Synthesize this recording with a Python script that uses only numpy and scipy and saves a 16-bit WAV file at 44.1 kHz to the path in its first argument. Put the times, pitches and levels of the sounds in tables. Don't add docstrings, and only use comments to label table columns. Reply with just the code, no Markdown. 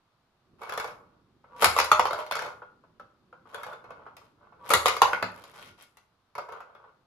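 import sys
import numpy as np
from scipy import signal
from scipy.fft import rfft, irfft, next_fast_len
from scipy.io import wavfile
from scipy.ndimage import uniform_filter1d

SR = 44100
rng = np.random.default_rng(int(sys.argv[2]) if len(sys.argv) > 2 else 0)


def bounce(signal):
    frames = np.transpose(np.atleast_2d(signal))
    limited = np.clip(frames, -1, 1)
    pcm = np.round(limited * 32767).astype(np.int16)
    wavfile.write(sys.argv[1], SR, pcm)


N = 311346


def amp(db):
    return 10 ** (np.asarray(db) / 20)

def read(points, hz):
    f, value = np.transpose(points)
    return np.interp(np.log(hz + 1), np.log(f), value)

def unit(x):
    return x / np.sqrt(np.mean(np.sum(x ** 2, axis=-1)) + 1e-20)

def add(mix, start_s, sound):
    part = mix[:, max(round(start_s * SR), 0):][:, :sound.shape[1]]
    part += sound[:, :part.shape[1]]

def colour(x, spectrum):
    size = next_fast_len(x.shape[-1], True)
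    gain = amp(read(spectrum, np.fft.rfftfreq(size, 1 / SR)))
    return irfft(rfft(x, size) * gain, size)[..., :x.shape[-1]]

# frequency_hz, coherence
COHERENCE = [(100, .95), (400, .85), (1200, .58), (2500, .05), (7000, 0), (13000, .35)]
def noise(size):
    padded = next_fast_len(size, True)
    a, b = rfft(rng.standard_normal((2, padded)))
    same = read(COHERENCE, np.fft.rfftfreq(padded, 1 / SR))
    return irfft(np.array([a, same * a + np.sqrt(1 - same ** 2) * b]), padded)[:, :size]

def phase_lag(hz):
    return np.arccos(read(COHERENCE, hz)) * np.array([[0], [1]])

# frequency_hz, level_db
AIR = [(25, -15), (110, -6), (280, -14), (600, -14), (1200, -11), (1900, -22), (4000, -24), (8000, -37.5),
       (13000, -39), (16000, -70)]
def room_air(level_db=-72):
    return amp(level_db) * unit(colour(noise(N), AIR)) * np.sqrt(N)

# time_s, level_db
HAND_WEIGHT = [(0.3, -95), (0.55, -64), (1.4, -69), (3.35, -68), (3.8, -63.5), (4.3, -69.5), (5.7, -62.5),
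               (6.1, -86.5), (6.6, -74)]
# frequency_hz, level_db
THUD = [(35, -13), (110, 1), (380, -3.5), (800, -33), (3000, -70)]
def resting_hand(lumps_db=3, lump_s=0.092):
    t, knots = np.arange(N) / SR, np.arange(0, N / SR, lump_s)
    lumps = lumps_db * np.interp(t, knots, rng.standard_normal(len(knots)))
    level = np.interp(t, *np.transpose(HAND_WEIGHT)) + lumps
    return amp(level) * unit(colour(noise(N), THUD)) * np.sqrt(N)

def panel_ring(modes_hz, size, t60=.17):
    t = np.arange(size // 3) / SR
    ring = sum(rng.standard_normal() * np.sin(2 * np.pi * (hz * t + rng.random((2, 1))))
               for hz in modes_hz)
    return np.pad(unit(ring * amp(-60 * t / t60)), ((0, 0), (0, size - len(t))))

# frequency_hz, t60_s
ROOM_T60 = [(100, .7), (500, 0.48), (1200, .46), (4000, 0.28), (8000, 0.36), (14000, 0.46)]
# frequency_hz, level_db
ROOM_LEVEL = [(100, -0.5), (500, -4.5), (1100, -4), (2500, -0.5), (5000, 2), (13300, -10), (15000, -22)]
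def surroundings(modes_hz, size=24576, scatter_db=-9.5, panel_db=-9, wall_s=.0139, wall_db=-12):
    t = np.arange(size) / SR
    hz, when, bands = signal.stft(noise(size), SR, nperseg=256)
    t60 = read(ROOM_T60, hz)[:, None]
    bands = bands * amp(read(ROOM_LEVEL, hz)[:, None] - 60 * when / t60)
    bands *= np.sqrt(2 * np.log(1000) / (t60 * SR))
    response = signal.istft(bands, SR, nperseg=256)[1][:, :size] * (1 - np.exp(-t / 0.0017))
    scatter = noise(size) * np.exp(-t / .011) * np.clip(t / 0.0011 - 1, 0, 1)
    response += amp(scatter_db) * unit(scatter)
    response += amp(panel_db) * panel_ring(modes_hz, size)
    response[:, 0] += 1
    response[:, round(wall_s * SR)] += amp(wall_db)
    return response

# pitch_hz, level_db, t60_s
TABLE_MODES = [(77, -42, 0.67), (102, -34, 0.22), (186, -38, 0.16), (275, -34.5, 0.07)]
def table_boom(contacts, gain_db):
    t, out = np.arange(SR) / SR, np.zeros((2, N))
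    ring = sum(amp(db - 60 * t / t60) * np.sin(2 * np.pi * hz * t) for hz, db, t60 in TABLE_MODES)
    ring = np.tile(ring * (1 - np.exp(-t / 0.0084)) ** 2, (2, 1))
    for start, knock, *_ in contacts:
        add(out, start, amp(knock + gain_db) * ring)
    return out

# pitch_hz, gain_db, t60_s
SHELL_MODES = [(521, 3, 0.38), (609.4, 4.5, .25), (866, -2, 0.25), (966, -1, 0.17), (1127, -3, 0.31),
               (1190, -3, .2), (1333, -.5, 0.14), (1426, 4.5, 0.27), (1550, -.5, 0.11), (2223, -1, .06),
               (3280, -4.5, 0.16)]
def shell(force, ring_db):
    t, ring = np.arange(SR // 2) / SR, 0
    for hz, db, t60 in SHELL_MODES:
        envelope = 2 * np.log(1000) / (t60 * SR) * amp(db - 60 * t / t60)
        ring = ring + envelope * np.sin(2 * np.pi * hz * t - phase_lag(hz))
    return force + amp(ring_db) * signal.oaconvolve(force, ring, axes=1)[:, :N]

def stroke(t, start, length, rise_s=0.053, fall_s=0.021):
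    return np.clip((t - start) / rise_s, 0, 1) * np.exp(-np.maximum(t - start - length, 0) / fall_s)

# start_s, length_s, rumble_db, scratch_db
STROKES = [(0.58, 0.32, -39.5, -60), (0.889, 0.29, -59, -109), (2.15, 0.057, -32.5, -50.5),
           (2.313, .18, -33.5, -59.5), (3.442, 0.096, -50.5, -66), (3.522, 0.21, -39.5, -63.5),
           (3.804, 0.29, -47, -88), (4.17, 0.08, -51.5, -67), (4.355, .14, -54, -106.5),
           (5.31, 0.25, -51.5, -62), (5.522, 0.16, -48, -53), (5.766, 0.054, -55.5, -54),
           (6.476, 0.11, -37, -77), (6.615, 0.27, -53, -98)]
PRESS_S = 0.18
def friction(t, press_db=-55, drag_db=-35.5, drag_db_per_s=271.5, scratch_db=-35, scratch_db_per_s=480):
    rumble, scratch = sum(amp([[low], [high]]) * stroke(t, start, length)
                          for start, length, low, high in STROKES)
    for slip, *_ in SHOTS:
        early = np.maximum(slip - t, 0)
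        rumble += amp(press_db) * stroke(t, slip - PRESS_S, PRESS_S)
        rumble += amp(drag_db - drag_db_per_s * early) * (t < slip)
        scratch += amp(scratch_db - scratch_db_per_s * early) * (t < slip)
    return rumble, scratch

# frequency_hz, level_db
RUMBLE = [(30, -43), (60, -27.5), (120, -11), (280, -24), (450, 3.5), (700, 2), (1000, 5.5), (1480, 2.5),
          (1850, -15.5), (2600, -18), (5000, -40), (12000, -56.5)]
SCRATCH = [(700, -14), (1800, 4), (3000, 2), (5000, -5), (8300, -10), (11000, -5.5), (13300, -13),
           (15000, -25)]
def rolling(spot, rumble_db=-10, scratch_db=-5, bumps_per_s=420, spread_db=-1.5):
    t, out = np.arange(N) / SR, np.zeros((2, N))
    bumps = (rng.random(N) < bumps_per_s / SR) * amp(spread_db * np.minimum(rng.exponential(1, N), 3))
    grains = noise(N) * signal.lfilter([1], [1, -np.exp(-1 / (0.00023 * SR))], bumps)
    for spectrum, db, level in zip([RUMBLE, SCRATCH], [rumble_db, scratch_db], friction(t)):
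        out += amp(db) * uniform_filter1d(level, size=600) * unit(colour(grains, spectrum)) * np.sqrt(N)
    return signal.oaconvolve(out, spot, axes=1)[:, :N]

def flex(t, hz, swell_s, lag_rad):
    u = t / swell_s
    return unit(u ** 2 * np.exp(-u) * np.sin(2 * np.pi * hz * t - np.array([[0], [lag_rad]])))

def crack(t, spectrum, rise_s, decay_s):
    return unit(colour(noise(len(t)), spectrum) * np.exp(-t / decay_s) * (1 - np.exp(-t / rise_s)))

def wall_ring(t, low_hz=1700, high_hz=7400, t60=0.016, count=20):
    hz = low_hz * (high_hz / low_hz) ** rng.random((count, 1, 1))
    modes = np.sin(2 * np.pi * (hz * t + rng.random((count, 2, 1)))) / np.sqrt(hz)
    return unit(np.sum(modes, 0) * amp(-60 * t / t60) * (1 - np.exp(-t / 0.0054)))

def ring_on(contacts, modes, rise_s=0.0032):
    out, t = np.zeros((2, N)), np.arange(SR // 2) / SR
    for start, level, *_ in contacts:
        for hz, db, t60 in modes:
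            envelope = amp(level + db - 60 * t / t60) * (1 - np.exp(-t / rise_s))
            add(out, start, envelope * np.sin(2 * np.pi * (hz * t + rng.random()) - phase_lag(hz)))
    return out

def contact(start, level, hz, hardness_db, hollow_db):
    return start, level, hz, level + hollow_db, level - 9 + hardness_db, level - 17 + 1.3 * hardness_db

# frequency_hz, level_db
CLACK = [(600, -12.5), (1400, -6), (2100, 9), (3000, -0.5), (4400, -2), (6200, -11.5), (7500, -17),
         (10000, -26)]
TICK = [(4000, -20), (7000, -2), (8500, -5.5), (10300, 2), (13000, -1.5), (14300, -11.5), (16000, -23)]
def blows(contacts, spots, knock_db, rattle_db, body_db, clack_db, tick_db,
          swell_s, rise_s, crack_s, body_hz, ring_db=-4):
    out, t = np.zeros((2, N)), np.arange(2000) / SR
    for k, (start, knock, hz, body, clack, tick) in enumerate(contacts):
        hit = amp(knock + knock_db) * flex(t, hz, swell_s, lag_rad=0.59)
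        hit += amp(knock + rattle_db) * crack(t, RUMBLE, rise_s=.004, decay_s=.008)
        hit += amp(body + body_db) * flex(t, body_hz * rng.uniform(.94, 1.2), 0.0015, lag_rad=0.32)
        hit += amp(clack + clack_db) * crack(t, CLACK, rise_s, crack_s)
        hit += amp(clack + ring_db) * wall_ring(t)
        hit += amp(tick + tick_db) * crack(t, TICK, rise_s, crack_s * 0.92)
        add(out, start, signal.fftconvolve(hit, spots[k % len(spots)], axes=1))
    return out

def nudge(start, level, hz, bite_db=0, brightening=1.827):
    clack = brightening * level + bite_db
    return start, level, hz, level - 10, clack, clack - 7 + (clack - level) / 2

# start_s, level_db, pitch_hz, bite_db
NUDGES = [(0.616, -14.5, 920, 2.5), (0.632, -19, 900, 11.5), (0.694, -10, 1620, 3.5),
          (0.722, -8.5, 1480, 1), (0.737, -14, 1200, 9.5), (0.775, -6.5, 1160, 4), (0.798, -5.5, 1450, 1),
          (0.843, -10.5, 1070, 3), (0.876, -17.5, 1190, 10), (2.619, -17, 1382, -17), (2.837, -32, 1083, 5),
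          (2.997, -21, 1383, 6), (3.327, -23.5, 1400, 2), (3.544, -13.5, 1500, 9.5),
          (3.632, -16, 1295, 12.5), (3.665, -15, 870, 4.5), (3.73, -17, 1450, 4.5),
          (3.841, -22.5, 1035, 5.5), (3.905, -17.5, 1143, 2.5), (4.064, -18.5, 1330, -8),
          (6.352, -14.5, 1055, 6), (6.38, -8.5, 1015, -1.5), (6.385, -12.5, 1376, -7),
          (6.488, -19, 1050, 4.5), (6.522, -20, 1330, 11), (6.604, -18.5, 1253, 4.5), (6.749, -23, 945, 5),
          (6.84, -26.5, 1030, -3)]
def reloading(count=3, above_db=20, spread_db=7, low_hz=880, high_hz=1400):
    jiggles = [nudge(start + when * length, rumble + above_db - spread_db * weak,
                     low_hz + pitch * (high_hz - low_hz))
               for start, length, rumble, _ in STROKES for when, weak, pitch in rng.random((count, 3))]
    return [nudge(*row) for row in NUDGES] + jiggles

# start_s, clack_db, tick_db
CLICKS = [(1.844, -5, -11), (4.167, -21.5, -30), (4.864, 4.5, -7), (5.438, -21.5, -32), (5.823, -33, -27),
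          (5.97, -26.5, -34.5)]
def click(start, clack_db, tick_db, hz=1100):
    return start, clack_db - 6, hz, clack_db - 10, clack_db, tick_db

def seam(from_s=5.32, to_s=5.518, count=11, jitter_s=0.002, spread_db=3, tick_s=.0006):
    out, t = np.zeros((2, N)), np.arange(SR // 100) / SR
    for start, (late, size) in zip(np.linspace(from_s, to_s, count), rng.standard_normal((count, 2))):
        tick = amp(-40) * crack(t, TICK, tick_s, tick_s) + amp(-37.5) * crack(t, CLACK, tick_s, tick_s)
        add(out, start + jitter_s * late, amp(spread_db * size) * tick)
    return out

# start_s, level_db, pitch_hz, hardness_db, ring_db, boom_db
TRAY_LANDINGS = [(5.132, 2, 1410, -7, 0.5, -15), (5.226, 3, 1153, -5.5, -1, -2.5)]
# pitch_hz, level_db, t60_s
TRAY_RING = [(1456, -4, 0.048), (1750, -3, 0.016), (2120, -8.5, 0.025), (2495, -7, 0.014)]
TRAY_BOOM = [(104.8, -42.5, 0.36), (184.5, -40.5, 0.37), (246.4, -40, 0.25)]
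def tray(spots, rise_s=0.00038):
    landings = [contact(*row[:4], hollow_db=-6.5) for row in TRAY_LANDINGS]
    out = blows(landings, spots, knock_db=-2, rattle_db=-6, body_db=-3, clack_db=0, tick_db=-2,
                swell_s=.0005, rise_s=.0004, crack_s=.0016, body_hz=480)
    t = np.arange(SR // 8) / SR
    for (start, level, _, _, ring_db, boom_db), spot in zip(TRAY_LANDINGS, spots):
        ring = sum(amp(db - 60 * t / t60) * np.sin(2 * np.pi * hz * t + rng.random((2, 1)))
                   for hz, db, t60 in TRAY_RING)
        ring = unit(ring * (1 - np.exp(-t / rise_s)))
        add(out, start, amp(ring_db) * signal.fftconvolve(ring, spot, axes=1))
        out += ring_on([(start, level + boom_db)], TRAY_BOOM)
    return out

# pitch_hz, level_db, t60_s
BALL_MODES = [(1480, 1, .06), (1750, -2, .06), (2215, 0, .08), (2520, -5, .05), (3450, -5, .04)]
def ball_ring(contacts, spots, gain_db, rise_s=0.00083, detune=0.016):
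    out, t = np.zeros((2, N)), np.arange(SR // 10) / SR
    for k, (start, _, _, _, clack, _) in enumerate(contacts):
        ring = 0
        for hz, db, t60 in BALL_MODES:
            envelope = amp(db - 60 * t / t60) * rng.standard_normal()
            pitch = hz * (1 + detune * rng.standard_normal())
            ring = ring + envelope * np.sin(2 * np.pi * (pitch * t + rng.random((2, 1))))
        ring = unit(ring * (1 - np.exp(-t / rise_s)))
        add(out, start, amp(clack + gain_db) * signal.fftconvolve(ring, spots[k % len(spots)], axes=1))
    return out

# start_s, level_db
CHUTE_LANDINGS = [(1.916, 4), (2.188, -4.5)]
# pitch_hz, level_db, t60_s
CHUTE_MODES = [(614, -29, .45), (996, -35, .4)]
def chute():
    return ring_on(CHUTE_LANDINGS, CHUTE_MODES)

# start_s, level_db, pitch_hz
SETTLES = [(2.311, -3.5, 1010), (2.3215, -3.5, 1460), (2.3535, -3.5, 1310), (2.366, -10.5, 1130),
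           (2.391, -7, 1560), (2.421, -10.5, 818), (2.446, -19.5, 1290), (2.461, -18.5, 1133)]
# start_s, level_db, pitch_hz, hardness_db, hollow_db
BOUNCES = [(1.764, 2, 1150, 0.5, -9), (1.777, -2, 1160, 3.5, -23), (1.787, 8, 980, 3.5, -7),
           (1.8, 2.5, 1400, 6.5, -18), (1.9157, 14, 1244, -2, -8.5), (1.9945, 10.5, 970, -5, -27),
           (2.054, 4, 960, -5, -33.5), (2.069, -11, 1040, 3, -27), (2.108, -3, 1260, -4, -1.5),
           (2.131, -3.5, 1385, -1, 0.5), (2.188, -9, 1100, -3.5, -4), (2.264, -19, 880, 3, -2),
           (4.8572, 8, 1100, 2, -4), (4.882, 2, 1230, 7, -9.5), (4.966, -4.5, 1150, 1.5, -13.5),
           (5.0177, 15, 1013, -1, -11)]
def ball_flight():
    settles = [contact(*row, hardness_db=2, hollow_db=-11) for row in SETTLES]
    return [contact(*row) for row in BOUNCES], settles

# pitch_hz, level_db
CREAK_TONES = [(517, -4), (968, 0.5), (1152, -5.5)]
def creak(spot, length_s=.12, level_db=-48, waver=0.017):
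    out, t = np.zeros((2, N)), np.arange(SR // 4) / SR
    for slip, *_ in SHOTS:
        drift = 1 + waver * np.sqrt(len(t)) * unit(uniform_filter1d(rng.standard_normal(len(t)), 400))
        tones = sum(amp(db) * np.sin(2 * np.pi * hz * np.cumsum(drift) / SR) for hz, db in CREAK_TONES)
        tones *= amp(level_db) * stroke(t, 0, length_s)
        add(out, slip - length_s, signal.fftconvolve(tones[None], spot, axes=1))
    return out

# start_s, travel_s, scrape_db, slam_db, pitch_hz
SHOTS = [(1.621, .0225, 5, 9, 1270), (4.703, .033, 4.5, 8, 1140)]
def lever(rebound_s=0.012):
    catches, scrapes, slams = [], [], []
    for slip, travel, scrape, slam, hz in SHOTS:
        catches.append(click(slip - .35 * travel, clack_db=-12, tick_db=-12))
        catches.append(nudge(slip - PRESS_S, level=-29, hz=950))
        scrapes.append(contact(slip, scrape, hz=1270, hardness_db=1.2, hollow_db=-8))
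        scrapes.append(contact(slip + .3 * travel, scrape - 2, hz=850, hardness_db=0.75, hollow_db=-8))
        slams.append(contact(slip + travel, slam, hz, hardness_db=9.5, hollow_db=-20))
        scrapes.append(contact(slip + travel + rebound_s, slam - 7, hz, hardness_db=0, hollow_db=-11.5))
    return catches, scrapes, slams

# pitch_hz, level_db, t60_s
LEVER_MODES = [(1400, -28, .1), (4204, -42, .26), (5840, -42, .1)]
def lever_ring(slams):
    return ring_on(slams, LEVER_MODES)

def scene(panel_low_hz=1900, panel_high_hz=7200, panel_modes=48):
    spacing = (np.arange(panel_modes) + rng.random(panel_modes)) / panel_modes
    modes_hz = panel_low_hz * (panel_high_hz / panel_low_hz) ** spacing
    spots = [surroundings(modes_hz) for _ in range(9)]
    catches, scrapes, slams = lever()
    bounces, settles = ball_flight()
    nudges = reloading()
    clicks = [click(*row) for row in CLICKS] + catches
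    toy = blows(scrapes, spots, knock_db=-4.5, rattle_db=1, body_db=-5.5, clack_db=-1, tick_db=4,
                swell_s=.002, rise_s=.0055, crack_s=.0035, body_hz=454)
    toy += blows(slams, spots[4:], knock_db=.5, rattle_db=-7, body_db=-10, clack_db=-9, tick_db=1,
                 swell_s=.00044, rise_s=.0011, crack_s=.0023, body_hz=523)
    toy += blows(bounces + settles, spots, knock_db=-.5, rattle_db=-6.5, body_db=-2, clack_db=-3.5,
                 tick_db=-2, swell_s=.0008, rise_s=.0008, crack_s=.0026, body_hz=550)
    toy += blows(nudges + clicks, spots, knock_db=-2.5, rattle_db=.5, body_db=-3, clack_db=-8.5,
                 tick_db=-3, swell_s=.00088, rise_s=.0014, crack_s=.0028, body_hz=605, ring_db=-11.5)
    rings = lever_ring(slams) + chute()
    booms = table_boom(slams, -6.5) + table_boom(bounces + settles, -23) + table_boom(nudges, -31)
    background = resting_hand() + room_air()
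    rubbing = shell(rolling(spots[0]), ring_db=3) + creak(spots[1])
    for contacts, gain_db in (nudges, -4), (settles, -3), (bounces, -13.5):
        rings += ball_ring(contacts, spots, gain_db)
    return background + booms + rubbing + rings + tray(spots) + seam() + shell(toy, ring_db=-.5)

# frequency_hz, left_minus_right_db
BALANCE = [(200, -1.5), (700, -3), (1300, -0.5), (2400, 0), (4400, 8.5), (6500, 5), (9000, 1.5),
           (15000, -2.5)]
def record(dry, ceiling=.9, cutoff_hz=16200):
    heard = np.array([colour(channel, [(hz, side * db / 2) for hz, db in BALANCE])
                      for channel, side in zip(dry, (1, -1))])
    limited = heard / (1 + (heard / ceiling) ** 8) ** (1 / 8)
    low_pass = signal.firwin(255, cutoff_hz, window=("kaiser", 8), fs=SR)
    return signal.oaconvolve(limited, low_pass[None], "same")

dry = scene()
out = record(dry)
bounce(out)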